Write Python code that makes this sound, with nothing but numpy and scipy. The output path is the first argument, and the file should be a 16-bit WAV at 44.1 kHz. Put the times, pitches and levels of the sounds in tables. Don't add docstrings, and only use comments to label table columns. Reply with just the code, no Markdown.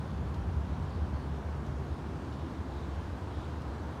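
import sys
import numpy as np
from scipy import signal
from scipy.fft import irfft
from scipy.io import wavfile
from scipy.ndimage import uniform_filter1d

SR = 44100
rng = np.random.default_rng(int(sys.argv[2]) if len(sys.argv) > 2 else 0)


def to_wav(sig):
    pcm = np.clip(np.atleast_2d(sig), -1, 1) * 32767
    pcm = np.round(pcm).astype(np.int16)
    wavfile.write(sys.argv[1], SR, pcm.T)


N = 176400
T, HZ = np.arange(N) / SR, np.fft.rfftfreq(N, 1 / SR)

RUMBLE_SPECTRUM = [(20, -42), (30, -46), (35, -26), (50, -19), (63, -7.5), (69, -2), (77, 0.5), (85, -8),
                   (100, -10.5), (140, -39), (400, -88)]
RUMBLE_LEVEL = [(0, -44.5), (.2, -35), (.6, -36.5), (1.2, -37.5), (1.9, -37.5), (2.2, -42.5), (2.8, -39),
                (3.3, -40), (3.6, -39.5), (4, -40)]
DRONE_SPECTRUM = [(50, -43), (90, -2.5), (140, 2.5), (180, -4), (215, -8), (300, -17), (600, -58),
                  (2000, -68)]
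DRONE_LEVEL = [(0, -40), (.5, -42), (1.3, -43.5), (2, -44), (3, -48), (4, -47.5)]  # time_s, level_db
TYRE_SPECTRUM = [(25, -35), (40, -26), (110, 4.5), (240, 8.5), (340, 6), (430, 3), (560, 0), (780, 0),
                 (1000, 0), (1300, -5.5), (1580, -7.5), (2000, -15.5), (2800, -23), (6000, -47)]
TYRE_LEVEL = [(0, -44), (1.2, -43.5), (2.4, -44), (3.2, -43.5), (4, -43)]  # time_s, level_db
THROBS = [(0.202, 0.15, 74, -36.5), (0.471, .09, 71.7, -34.5), (0.581, .09, 73, -30.5),
          (1.033, 0.11, 72, -34.5), (1.177, 0.1, 74.95, -32), (2.992, 0.1, 75.73, -35),
          (3.376, 0.15, 73.3, -33), (3.813, 0.062, 76.4, -36.5)]
ENGINES = [(0.58, 1.6, 181, 16, -49), (1.28, 1.95, 139, 8, -46.5), (0.81, 1.46, 240, 11, -53.5),
           (2.41, .7, 262, 55, -48.5), (2.41, 0.85, 325, 23, -52), (2.96, .9, 349, 8.6, -53),
           (1.84, 1.44, 387, 10.3, -54.5), (3.3, 1.2, 118, 9.5, -49.5), (3.5, 1.1, 500, 9.7, -60.5)]
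HISS_SPECTRUM = [(300, -16.5), (2000, -2), (3200, -.5), (4200, -3), (5300, -6.5), (6600, -9.5),
                 (8000, -14.5), (9700, -19), (11200, -22), (15500, -28.5)]
HISS_LEVEL = [(0, -61.5), (.6, -62.5), (1.9, -62), (2.4, -62), (3, -61), (4, -61.5)]  # time_s, level_db
TICKS = [(.342, -57, 0.011, 0), (.824, -63, .022, -2), (1.665, -58.5, .008, -1), (2.324, -56, 0.023, -6.5),
         (2.39, -60.5, .05, -7), (3.618, -53, .004, 0)]
TICK_SPECTRUM = [(1000, -39), (3000, 9), (4500, 6), (6500, 2), (9000, -9), (12500, -12), (15500, -14)]  # frequency_hz, relative_db
BIRD_CALLS = [(.09, 0.26, 3400, 300, -69), (.93, 0.17, 4500, 350, -70), (1.2, .2, 4450, 300, -69.5),
              (2.804, 0.35, 3730, 750, -67), (3.002, 0.2, 3150, 950, -67), (3.38, 0.27, 3550, 1000, -64.5)]
INSECT_BANDS = [(8610, 110, -87), (9080, 430, -87.5), (10270, 320, -89)]  # pitch_hz, width_hz, level_db


def traffic(spectrum, level, steadiness):
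    wash = noise(amp(colour(spectrum)))
    local_power = uniform_filter1d(wash ** 2, size=7000, mode="wrap")
    evened = wash / local_power ** (steadiness / 2)
    return unit(evened) * fader(level)


def throbs():
    out = np.zeros(N)
    for peak_s, length_s, pitch_hz, level_db in THROBS:
        tone = unit(np.sin(2 * np.pi * (pitch_hz * T + rng.random())))
        out += amp(level_db) * swell(peak_s, length_s) * tone
    return out


def engines():
    return sum(amp(level_db) * swell(peak_s, length_s) * band(pitch_hz, width_hz)
               for peak_s, length_s, pitch_hz, width_hz, level_db in ENGINES)


def foliage_hiss(patch_db=0.94, flicker_db=-0.06):
    spectra = signal.stft(noise(amp(colour(HISS_SPECTRUM))), nperseg=512)[2]
    patches = uniform_filter1d(rng.standard_normal(spectra.shape), size=10, axis=0)
    patches = unit(uniform_filter1d(patches, size=18, axis=1))
    flicker = unit(uniform_filter1d(rng.standard_normal(spectra.shape[1]), size=14))
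    spectra *= amp(patch_db * patches + flicker_db * flicker)
    hiss = signal.istft(spectra, nperseg=512)[1][:N]
    return unit(hiss) * fader(HISS_LEVEL)


def twig_ticks(rise_s=0.001):
    out, octaves = np.zeros(N), np.log2(HZ + 1)
    for start_s, level_db, decay_s, tilt_db_per_octave in TICKS:
        age_s = np.maximum(T - start_s, 0)
        envelope = np.minimum(age_s / rise_s, 1) * np.exp(-age_s / decay_s)
        burst = noise(amp(colour(TICK_SPECTRUM) + tilt_db_per_octave * octaves))
        out += amp(level_db) * envelope * burst
    return out


def birds():
    return sum(amp(level_db) * swell(peak_s, length_s) * band(pitch_hz, width_hz)
               for peak_s, length_s, pitch_hz, width_hz, level_db in BIRD_CALLS)


def insects():
    return sum(amp(level_db) * band(pitch_hz, width_hz) for pitch_hz, width_hz, level_db in INSECT_BANDS)


def amp(db):
    return 10 ** (db / 20)


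def unit(x):
    return x / np.sqrt(np.mean(x ** 2) + 1e-30)


def fader(level):
    return amp(np.interp(T, *np.transpose(level)))


def colour(spectrum):
    hz, db = np.transpose(spectrum)
    return np.interp(np.log(HZ + 1), np.log(hz + 1), db)


def noise(gains):
    phases = 2 * np.pi * rng.random(len(HZ))
    return unit(irfft(gains * np.exp(1j * phases), N))


def band(pitch_hz, width_hz):
    return noise(np.exp(-2 * ((HZ - pitch_hz) / width_hz) ** 2))


def swell(peak_s, length_s):
    return np.cos(np.pi * np.clip((T - peak_s) / length_s, -.5, .5))


def scene():
    rumble = traffic(RUMBLE_SPECTRUM, RUMBLE_LEVEL, steadiness=1.0)
    drone = traffic(DRONE_SPECTRUM, DRONE_LEVEL, steadiness=0.4)
    tyres = traffic(TYRE_SPECTRUM, TYRE_LEVEL, steadiness=0.3)
    city = rumble + drone + tyres + throbs() + engines()
    trees = foliage_hiss() + twig_ticks() + birds() + insects()
    return (city + trees)[None]


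def record(dry):
    cutoff_hz = 15700
    lowpass = signal.firwin(1023, cutoff_hz, window=("kaiser", 9), fs=SR)
    return signal.oaconvolve(dry, lowpass[None], "same")


dry = scene()
out = record(dry)
to_wav(out)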